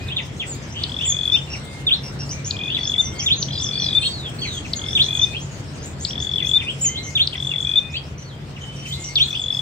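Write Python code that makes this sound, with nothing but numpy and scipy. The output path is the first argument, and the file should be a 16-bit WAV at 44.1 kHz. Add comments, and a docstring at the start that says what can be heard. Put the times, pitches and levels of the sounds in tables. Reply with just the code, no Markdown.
"""A small caged bird on a roof terrace sings seven times: a chip, a swelling trill, a held note,
each a near-sine tone that follows a pitch and level curve.
Other birds whistle, slur, dip and chirp with rougher tones; sparse reflections smear them off the walls.
Underneath, shaped noise makes the low roar of a city, with two wavering engine drones."""
import sys
import numpy as np
from scipy import signal
from scipy.io import wavfile
from scipy.ndimage import uniform_filter1d

SR = 44100
rng = np.random.default_rng(int(sys.argv[2]) if len(sys.argv) > 2 else 0)


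def digitize_waveform(pressure):
    """Quantize a signal to 16-bit integers and store it at the path in sys.argv[1].

    Rows of a 2-D input are taken as channels; values are limited to [-1, 1].
    """
    field = np.atleast_2d(pressure).T
    bounded = np.clip(field, -1, 1)
    quanta = np.round(bounded * 32767).astype(np.int16)
    wavfile.write(sys.argv[1], SR, quanta)


N = 423801  # length of the scene [samples]

# colour of the city noise: (frequency [Hz], relative density [dB per Hz])
CITY_SPECTRUM = [(25, -42), (50, -28), (85, -0.5), (105, 5.5), (138, -5), (190, -8.5), (900, -22),
                 (3000, -26.5), (8500, -35.5), (9600, -48.5), (13000, -59), (15500, -48.5)]
# slow swell of the city noise: (time [s], level [dB]); each band scales the moves about the mean
TRAFFIC_SWELL = [(0, -32), (.8, -33), (2.201, -33), (4.299, -32), (6.299, -33), (7.8, -34.5), (9.6, -35)]
# stereo likeness of the city noise: (frequency [Hz], left-right correlation [-1 to 1])
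STEREO_LIKENESS = [(60, 0.95), (300, 0.87), (1500, -0.15), (4000, -0.028)]
# treble haze and far chirps: (time [s], level [dB]); only scaled moves about the mean are heard
TREBLE_SWELL = [(0, -59), (1.1, -50.5), (2.7, -56), (4.199, -54), (5.0, -47.5), (5.55, -55.5), (7.6, -49.5),
                (7.9, -57.5), (8.4, -62), (8.9, -47), (9.6, -49.5)]
# distant engines: (frequency [Hz], bandwidth [Hz], level [dB])
ENGINE_DRONES = [(80.2, 8.8, -42), (139.13, 3.2, -37.5)]

# husky level chirps, farther off: (time [s], pitch [Hz], level [dB])
CHEEP_CALLS = [(1.317, 5460, -41.5), (1.5, 5510, -37.5), (2.033, 5440, -39), (2.188, 5470, -38.5),
               (2.791, 4500, -44), (3.15, 4540, -45.5), (7.03, 6090, -37), (8.178, 6030, -47.5),
               (8.76, 5650, -48), (5.77, 4900, -51), (4.41, 6240, -44), (4.53, 6480, -40.5),
               (5.133, 6600, -40), (5.187, 6000, -36), (8.997, 7100, -40), (9.038, 5810, -37.5),
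               (9.085, 4520, -46.5), (9.513, 5220, -40)]
CHEEP_S = 0.056
# rising chirps: (time [s], start pitch [Hz], level [dB])
TWEET_CALLS = [(0.691, 4700, -46.5), (2.29, 4860, -34.5), (2.444, 5370, -34), (5.022, 4780, -38),
               (5.397, 5500, -43.5), (5.824, 5690, -38), (5.998, 5760, -38), (6.06, 4260, -37.5),
               (6.191, 5296, -38.5), (6.456, 5540, -39.5), (7.437, 5540, -45.5), (8.861, 5380, -44.5)]
TWEET_S, TWEET_HALF, TWEET_TOP = 0.044, 1.2, 1.32  # length [s]; pitch factors halfway and at the end
# short bent notes of several kinds:
# (time [s], length [s], start pitch [Hz], bend pitch [Hz], end pitch [Hz], level [dB])
BENT_NOTES = [(0.083, 0.011, 4230, 3700, 3450, -35), (2.827, 0.069, 6640, 5150, 6790, -33),
              (2.985, 0.11, 7050, 6350, 5766, -33.5), (3.183, 0.079, 7160, 5460, 6890, -28),
              (3.357, 0.1, 6240, 6650, 5740, -30.5), (3.518, 0.079, 5020, 4880, 4790, -35.5),
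              (3.586, 0.035, 4790, 5610, 5720, -31.5), (3.614, 0.072, 8100, 6320, 5230, -30),
              (3.773, 0.12, 4440, 5920, 4700, -31.5), (3.989, .1, 8280, 7940, 8070, -35.5),
              (4.755, 0.024, 6980, 6920, 6440, -29), (4.854, 0.1, 5560, 5240, 6050, -37.5),
              (8.237, .12, 4550, 4350, 3190, -47.5), (9.374, 0.078, 8070, 7540, 6600, -42.5)]
# shares of the note: about where it bends, where it settles on its end pitch, and
# the turn, which holds the bend pitch from half a turn before to one turn after
BEND, SETTLE, TURN = 0.32, 0.74, .08

# level whistles around the terrace: (time [s], length [s], middle pitch [Hz], level [dB])
WHISTLE_CALLS = [(0, 0.11, 2490, -43.5), (1.078, 0.28, 2470, -49), (1.587, 0.26, 2120, -48),
                 (2.318, 0.094, 2367, -44.5), (2.459, 0.11, 2444, -46), (2.586, 0.1, 2483, -35.5),
                 (3.017, 0.19, 2126, -44.5), (3.114, 0.062, 3200, -48), (3.681, 0.33, 2438, -46),
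                 (4.006, 0.078, 3705, -33), (4.018, 0.058, 4250, -29), (4.014, 0.074, 3253, -30.5),
                 (4.702, 0.2, 2126, -47.5), (5.057, 0.32, 2475, -42), (6.397, 0.068, 2463, -44.5),
                 (6.52, 0.17, 2460, -44.5), (6.794, 0.193, 3098, -40), (6.877, 0.24, 2123, -41),
                 (7.637, 0.31, 2476, -43.5), (8.608, 0.036, 3070, -37), (8.631, 0.295, 3070, -42),
                 (8.89, 0.056, 2090, -49), (8.95, 0.185, 2125, -45), (9.207, 0.15, 2500, -46.5)]
CREEP_PER_S = 0.07  # whistles creep upward by this share of their pitch [1/s]
SCOOP, SCOOP_S = .97, .03  # whistles scoop up from this pitch factor, over at most this time [s]
# long fluttering falls: (time [s], length [s], top pitch [Hz], bottom pitch [Hz], level [dB])
FALL_CALLS = [(3.5, .13, 4204, 3550, -38.5), (3.723, .24, 4600, 3550, -33.5), (4.091, .21, 4610, 3180, -36),
              (4.386, 0.21, 4595, 3220, -35)]
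HOOK_S, HOOK = .028, .94  # each fall hooks up to its top by this time [s], from this pitch factor
# quick upward flicks, most of them closing a whistle: (time [s], start pitch [Hz], level [dB])
FLICK_CALLS = [(0.088, 2470, -28.5), (.997, 2600, -28), (1.338, 2400, -25.5), (2.688, 2615, -27),
               (2.715, 2900, -30), (4.018, 2455, -25), (5.334, 2440, -25.5), (6.664, 2434, -24.5),
               (6.948, 3030, -25.5), (7.93, 3450, -34), (7.937, 2464, -27), (8.906, 3020, -25.5),
               (9.33, 2480, -27)]
# a flick waits [s], rises [s] and ends [s]; pitch factor at its top
FLICK_WAIT_S, FLICK_RISE_S, FLICK_S, FLICK_TOP = 0.01025, 0.023, .052, 1.36
# quick drops: (time [s], length [s], start pitch [Hz], level [dB])
DROP_CALLS = [(0.163, 0.047, 3840, -25.5), (0.396, 0.051, 3600, -28.5), (1.032, 0.044, 3420, -31.5),
              (1.533, 0.031, 2980, -35), (2.742, 0.051, 3800, -28), (2.931, 0.03, 3040, -36),
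              (3.19, 0.059, 3450, -31.5), (4.415, 0.064, 3480, -28), (4.646, 0.025, 2900, -38),
              (6.376, 0.059, 3280, -31.5), (6.595, 0.039, 3440, -29.5), (6.841, 0.019, 2900, -34.5),
              (7.324, 0.036, 3370, -30.5), (7.504, 0.051, 2980, -34.5), (8.563, 0.021, 3070, -37.5),
              (8.855, 0.024, 2920, -38.5)]
DROP_END_HZ = 1910
DROP_HANG, DROP_FLAT = 0.33, .75  # shares of a drop's length: it hangs near its top, falls, then flattens
# a rough wavering chatter: (time [s], length [s], start pitch [Hz], end pitch [Hz], level [dB])
CHATTER_CALLS = [(0.752, 0.1, 3000, 3450, -33.5), (0.74, 0.13, 2750, 3020, -38),
                 (1.473, 0.055, 2850, 2686, -42.5)]
# shape of a loud dip-and-rise call: (time [s], pitch [Hz], relative level [dB])
DIP_SHAPE = [(0, 3736, -17), (.004, 3665, 10.5), (.023, 3276, 9.5), (.034, 2168, -17.5), (.046, 3117, 8.5),
             (.056, 3405, 12.5), (.068, 3680, 13.5), (.08, 4290, 3), (.09, 3880, -20)]
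# when it calls: (time [s], added level [dB])
DIP_CALLS = [(1.866, -25.5), (3.26, -26), (4.95, -24.5), (7.152, -25.5), (9.157, -24.5)]
# shape of a near, piercing falling call: (time [s], pitch before its factor [Hz], relative level [dB])
SEEP_SHAPE = [(0, 6300, -30), (.009, 7380, -7), (.034, 7250, -3), (.056, 6700, 0), (.088, 5950, -20)]
# when it calls: (time [s], pitch factor, added level [dB])
SEEP_CALLS = [(0.462, 1.05, -30.5), (1.046, 1.005, -17.5), (6.809, 1., -15.5)]

# the caged bird's songs:
# (chip time [s], held note start [s], held note end [s], added level [dB], left-right balance [dB])
SONG_TIMES = [(.8381, 1.318, 1.368, -16.5, 6), (2.5098, 2.980, 3.016, -16.5, 5),
              (3.4279, 3.949, 3.994, -16.5, 5.5), (4.7356, 5.214, 5.252, -16, 5),
              (6.0511, 6.533, 6.586, -16, 6.5), (7.2744, 7.756, 7.796, -15, 5.5),
              (9.1573, 9.632, 9.67, -15.5, 4)]
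# its chip: (time about the chip time [s], pitch [Hz], relative level [dB])
CHIP_SHAPE = [(-.002, 5300, -20), (-.0012, 4850, -1), (.0008, 4140, 1.5), (.003, 3360, -9.5),
              (.005, 2850, -20)]
# trill pulses through the song:
# (share of the trill [0-1], middle pitch [Hz], upward glide [Hz], length [s], relative level [dB])
TRILL_SHAPE = [(0, 3340, 695, .008, -11), (.2, 3470, 260.5, .009, -6.5), (.5, 3440, 69.5, 0.009, -4),
               (1, 3430, -37, 0.0084, 0)]
# its last held note: (share of the note [0-1], pitch [Hz], relative level [dB])
HELD_SHAPE = [(0, 3640, -47), (.08, 3462, 2.5), (.35, 3560, -2.5), (.55, 3604, 3.5), (.85, 3550, 1),
              (1, 3500, -15.5)]
# trill gaps after the chip and before the held note [s], and rough beat [s]; the slow start adds delay
TRILL_AFTER_S, TRILL_BEFORE_S, BEAT_S = .0553, .029, .022

EDGE_HZ = 15720  # top of the recorder's band


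def gain_of(db):
    """Turns decibels into a linear gain."""
    return 10 ** (np.asarray(db) / 20)


def evened(x):
    """Scales a signal to an rms of one."""
    return x / np.sqrt(np.mean(x ** 2) + 1e-20)


def read(points, hz):
    """Reads a spectral curve along a logarithmic frequency axis."""
    f, value = np.transpose(points)
    return np.interp(np.log(hz + 1), np.log(f + 1), value)


def add(mix, s, sound, pan_db=0, lag=0):
    """Mixes a sound into both channels; the right one hears it lag samples later."""
    for channel, side in enumerate((.5, -.5)):
        start = max(round(s * SR) + channel * lag, 0)
        part = mix[channel, start:][:len(sound)]
        part += gain_of(side * pan_db) * sound[:len(part)]


def note(rows, rough=0., octave_db=-36.0, low_db=-np.inf, fourth_db=-np.inf):
    """A near-sine syrinx tone on rows (time [s], pitch [Hz], rms [dB]); roughness shakes pitch and level."""
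    s, hz, db = np.transpose(rows)
    t = np.arange(s[0], s[-1], 1 / SR)
    noise = rng.standard_normal((2, len(t)))
    pitch_shake, level_shake = evened(signal.oaconvolve(noise, np.hanning(90)[None], "same"))
    pitch = np.interp(t, s, hz) * (1 + 0.055 * rough * pitch_shake)
    phase = 2 * np.pi * (np.cumsum(pitch) / SR + rng.random())
    wave = np.sin(phase) + gain_of(octave_db) * np.sin(2 * phase)
    wave += gain_of(low_db) * np.sin(phase / 2)  # an octave below
    wave += gain_of(fourth_db) * np.sin(4 * phase)
    level = uniform_filter1d(np.interp(t, s, gain_of(db)), size=40, mode="constant")
    return np.sqrt(2) * level * (1 + rough * level_shake) * wave


def glide(length, hz, db, swell_db, edge):
    """Rows of a note through three pitches that swells, with edges of at most the given seconds."""
    edge = min(edge, 0.063 * length)
    s = np.array([0, edge, length / 2, length - edge, length])
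    shape_db = np.array([-30, -swell_db, 0, swell_db, -30])
    return np.transpose([s, np.interp(s, [0, length / 2, length], hz), db + shape_db])


def walls(x, t60, first):
    """Sparse decaying reflections of random sign and uneven size, different in each channel."""
    slots = np.arange(0, SR // 2 - 20, 20)  # one reflection in every 20 samples
    taps = np.zeros((2, SR // 2))
    at = slots + rng.integers(0, 20, (2, len(slots)))
    np.put_along_axis(taps, at, rng.laplace(size=at.shape), 1)
    t = np.arange(SR // 2) / SR
    taps *= gain_of(-60 * t / t60) * (t > first)
    return signal.fftconvolve(x, taps / np.linalg.norm(taps[0]), axes=1)[:, :N]


def treble_db(s):
    """The treble's level about its mean."""
    when, db = np.transpose(TREBLE_SWELL)
    return np.interp(s, when, db - db.mean())


def flutter(depth_db, size):
    """Gain that wavers as moving air bends the path of a far call."""
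    drift = uniform_filter1d(rng.standard_normal(N), size=size)
    drift = evened(uniform_filter1d(drift, size=size))
    return gain_of(depth_db * np.clip(drift, -3, 1.5))


def city():
    """Random short-time spectra with drifting patches; all swells with the traffic, the bass most."""
    frames, hz = N // 256 + 5, np.fft.rfftfreq(1024, 1 / SR)
    frame_s = np.arange(frames) * 256 / SR
    a, b, c, d, patches = rng.standard_normal((frames, 513, 5)).T
    patches = uniform_filter1d(patches, 14, 0)
    patches = evened(uniform_filter1d(patches, 14, 1))
    s, db = np.transpose(TRAFFIC_SWELL)
    swell_db = np.interp(frame_s, s, db - db.mean())
    same = np.clip(read(STEREO_LIKENESS, hz), -1, 1)[:, None]
    left, other = a + 1j * b, c + 1j * d
    z = np.array([left, same * left + np.sqrt(1 - same ** 2) * other])
    patchy_db = 0.44 + 5.6 * hz / (hz + 5000)  # the treble is patchier
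    swell_share = 1.22 + 0.64 / (1 + hz / 600)
    z *= gain_of(read(CITY_SPECTRUM, hz)[:, None] + patchy_db[:, None] * patches
                 + swell_share[:, None] * swell_db)
    flicker = evened(uniform_filter1d(rng.standard_normal(frames), size=7))  # the treble flickers all at once
    z *= gain_of(5. * np.clip(hz / 9000 - .3, 0, 1)[:, None] * flicker)
    z *= gain_of(0.84 * np.clip(hz / 6000 - .3, 0, 1)[:, None] * treble_db(frame_s))
    noise = signal.istft(z, nperseg=1024, noverlap=768)[1][:, :N]
    balance_db = np.array([[1.2], [-.3]])  # left, right
    return gain_of(db.mean() + balance_db) * evened(noise)


def hum():
    """Distant engines: two narrow noise bands heard as wavering drones, alike in both channels."""
    out = np.zeros(N)
    for hz, width, db in ENGINE_DRONES:
        turn = np.exp(2j * np.pi * hz * np.arange(N) / SR)
        r = np.exp(-np.pi * width / SR)
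        # smooth the noise around 0 Hz, then shift it up to the drone's frequency
        slow = signal.lfilter([1 - r], [1, -r], rng.standard_normal(N) / turn)
        out += gain_of(db) * evened((turn * slow).real)
    return out


def small_birds():
    """Husky chirps and short bent notes with a weak lower octave, and fainter random chirps from far roofs."""
    out = np.zeros((2, N))
    for s, hz, db in CHEEP_CALLS:
        rows = glide(CHEEP_S, [hz] * 3, db, swell_db=.9, edge=.006)
        add(out, s, note(rows, rough=.55, low_db=-12.), pan_db=1.5, lag=2)
    for s, hz, db in TWEET_CALLS:
        rise = hz * np.array([1, TWEET_HALF, TWEET_TOP])
        rows = glide(TWEET_S, rise, db, swell_db=4., edge=.006)
        add(out, s, note(rows, rough=.7, low_db=-18.), pan_db=1.5, lag=2)
    for s, length, start_hz, bend_hz, end_hz, db in BENT_NOTES:
        rows = [(0, start_hz, db - 12.0),
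                ((BEND - TURN / 2) * length, bend_hz, db - 0.5),
                ((BEND + TURN) * length, bend_hz, db),
                (SETTLE * length, end_hz, db + 0.7),
                (0.78 * length, end_hz, db + 0.5),
                (length, end_hz, db - 24)]
        add(out, s, note(rows, rough=0.27, low_db=-23.0), pan_db=1.5, lag=2)
    # far chirps at random times, louder when the treble is
    for when, low, rise, loud in rng.random((50, 4)):
        s = when * N / SR
        hz = (4500 + 2500 * low) * (1 + 0.22 * (rise - .3) * np.arange(3))
        db = -58 + 7 * loud + 1.1 * treble_db(s)
        rows = glide(0.06, hz, db, swell_db=-5.0, edge=0.021)
        add(out, s, note(rows, rough=0.7), pan_db=6.0)
    out *= flutter(2., size=350)
    return out + gain_of(-1.5) * walls(out, t60=.25, first=.003)


def whistles_and_falls():
    """Scooped, creeping whistles and long hooked falls that waver as the air moves."""
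    out = np.zeros((2, N))
    for s, length, hz, db in WHISTLE_CALLS:
        creep = hz * (1 + CREEP_PER_S * length * np.array([-.7, 0, .3]))
        rows = glide(length, creep, db, swell_db=5., edge=.03)
        rows = np.insert(rows, 2, [min(SCOOP_S, length / 4), creep[0], db + 1.5], axis=0)
        rows[:2, 1] *= SCOOP
        add(out, s, note(rows, rough=.12, octave_db=-35.), lag=3)
    for s, length, top_hz, low_hz, db in FALL_CALLS:
        rows = [(0, HOOK * top_hz, db - 14),
                (.008, HOOK * top_hz, db + 2.5),
                (HOOK_S, top_hz, db - 0.5),
                (length - .012, low_hz, db + 3.5),
                (length, low_hz, db - 22)]
        add(out, s, note(rows, rough=.27, octave_db=-35.), lag=3)
    return out * flutter(2.7, size=650)


def slurs():
    """Quick flicks, drops and chatter: rough tones with fast pitch slides, wavering with the air."""
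    out = np.zeros((2, N))
    for s, hz, db in FLICK_CALLS:
        rows = [(0, hz, db - 9),
                (FLICK_WAIT_S, 1.03 * hz, db - 4.5),
                (FLICK_WAIT_S + FLICK_RISE_S, .96 * FLICK_TOP * hz, db),
                (0.84 * FLICK_S, FLICK_TOP * hz, db - 7.5),
                (FLICK_S, FLICK_TOP * hz, db - 23.5)]
        add(out, s, note(rows, rough=.2), lag=5)
    for s, length, hz, db in DROP_CALLS:
        rows = [(0, hz, db - 14.5),
                (0.133 * length, .95 * hz, db + 4.5),
                (DROP_HANG * length, .88 * hz, db - 0.5),
                (DROP_FLAT * length, 1.1 * DROP_END_HZ, db - 6.5),
                (length, DROP_END_HZ, db - 11)]
        add(out, s, note(rows, rough=.2), lag=5)
    for s, length, start_hz, end_hz, db in CHATTER_CALLS:
        rows = glide(length, [start_hz, end_hz, end_hz], db, swell_db=.5, edge=.01)
        add(out, s, note(rows, rough=.55), lag=5)
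    return out * flutter(3., size=260)


def neighbours():
    """Whistles, slurs, dips and seeps, every call heard partly off the walls, the near seeps least."""
    tones, quick = whistles_and_falls(), slurs()
    dips, seeps = np.zeros((2, 2, N))
    for s, db in DIP_CALLS:
        add(dips, s, gain_of(db) * note(DIP_SHAPE, octave_db=-45., fourth_db=-42.), lag=5)
    for s, factor, db in SEEP_CALLS:
        rows = SEEP_SHAPE * np.array([1, factor, 1])
        add(seeps, s, gain_of(db) * note(rows, rough=0.062, octave_db=-32.5), pan_db=-0.5, lag=2)
    send = gain_of(-3.5) * tones + gain_of(-1.2) * quick + gain_of(-5.5) * dips + gain_of(-6) * seeps
    return tones + quick + dips + seeps + walls(send, t60=.21, first=.003)


def singer():
    """Chip, a trill that starts slow and settles to its beat while it swells, then the held note."""
    out = np.zeros((2, N))
    share, *columns = np.transpose(TRILL_SHAPE)
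    part = np.array([0, .2, .5, .78, 1])  # shares of one pulse
    for s, held, end, db, pan_db in SONG_TIMES:
        chip = gain_of(db) * note(CHIP_SHAPE, octave_db=-42.0)
        add(out, s + CHIP_SHAPE[0][0], chip, pan_db, lag=1)

        first, last = s + TRILL_AFTER_S, held - TRILL_BEFORE_S
        k = np.arange(round((last - first) / BEAT_S) + 1)
        slow_start = .009 * (1 - np.exp(-k / 4))  # growing delay stretches the first gaps
        starts = np.linspace(first, last, len(k)) + slow_start
        for start, progress in zip(starts, k / k[-1]):
            hz, rise_hz, length, pulse_db = (np.interp(progress, share, c) for c in columns)
            # quick rise, flat top, slower fall; each pulse a little louder or softer at random
            shape_db = np.array([-30, -1.5, 0, -4, -30]) + 1.3 * rng.standard_normal()
            rows = np.transpose([length * part, hz + rise_hz * (part - .5), db + pulse_db + shape_db])
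            add(out, start, note(rows, octave_db=-45., fourth_db=-52.), pan_db, lag=1)

        held_rows = HELD_SHAPE * np.array([end - held, 1, 1])
        add(out, held, gain_of(db) * note(held_rows, octave_db=-36.5), pan_db, lag=1)
    near = gain_of(-11.5) * walls(out, t60=.045, first=.003)  # the cage and things close to it
    return out + near + gain_of(-13) * walls(out, t60=.3, first=.008)


def scene():
    """Layers the city bed, the birds around and the caged singer."""
    return city() + hum() + small_birds() + neighbours() + singer()


def record(dry):
    """The microphone loses the deepest bass; then the band limit of the recorder."""
    thin = signal.sosfilt(signal.butter(2, 55., "high", fs=SR, output="sos"), dry)
    band_limit = signal.firwin(511, EDGE_HZ, window=("kaiser", 9), fs=SR)
    return signal.oaconvolve(thin, band_limit[None], "same")


dry = scene()
out = record(dry)
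digitize_waveform(out)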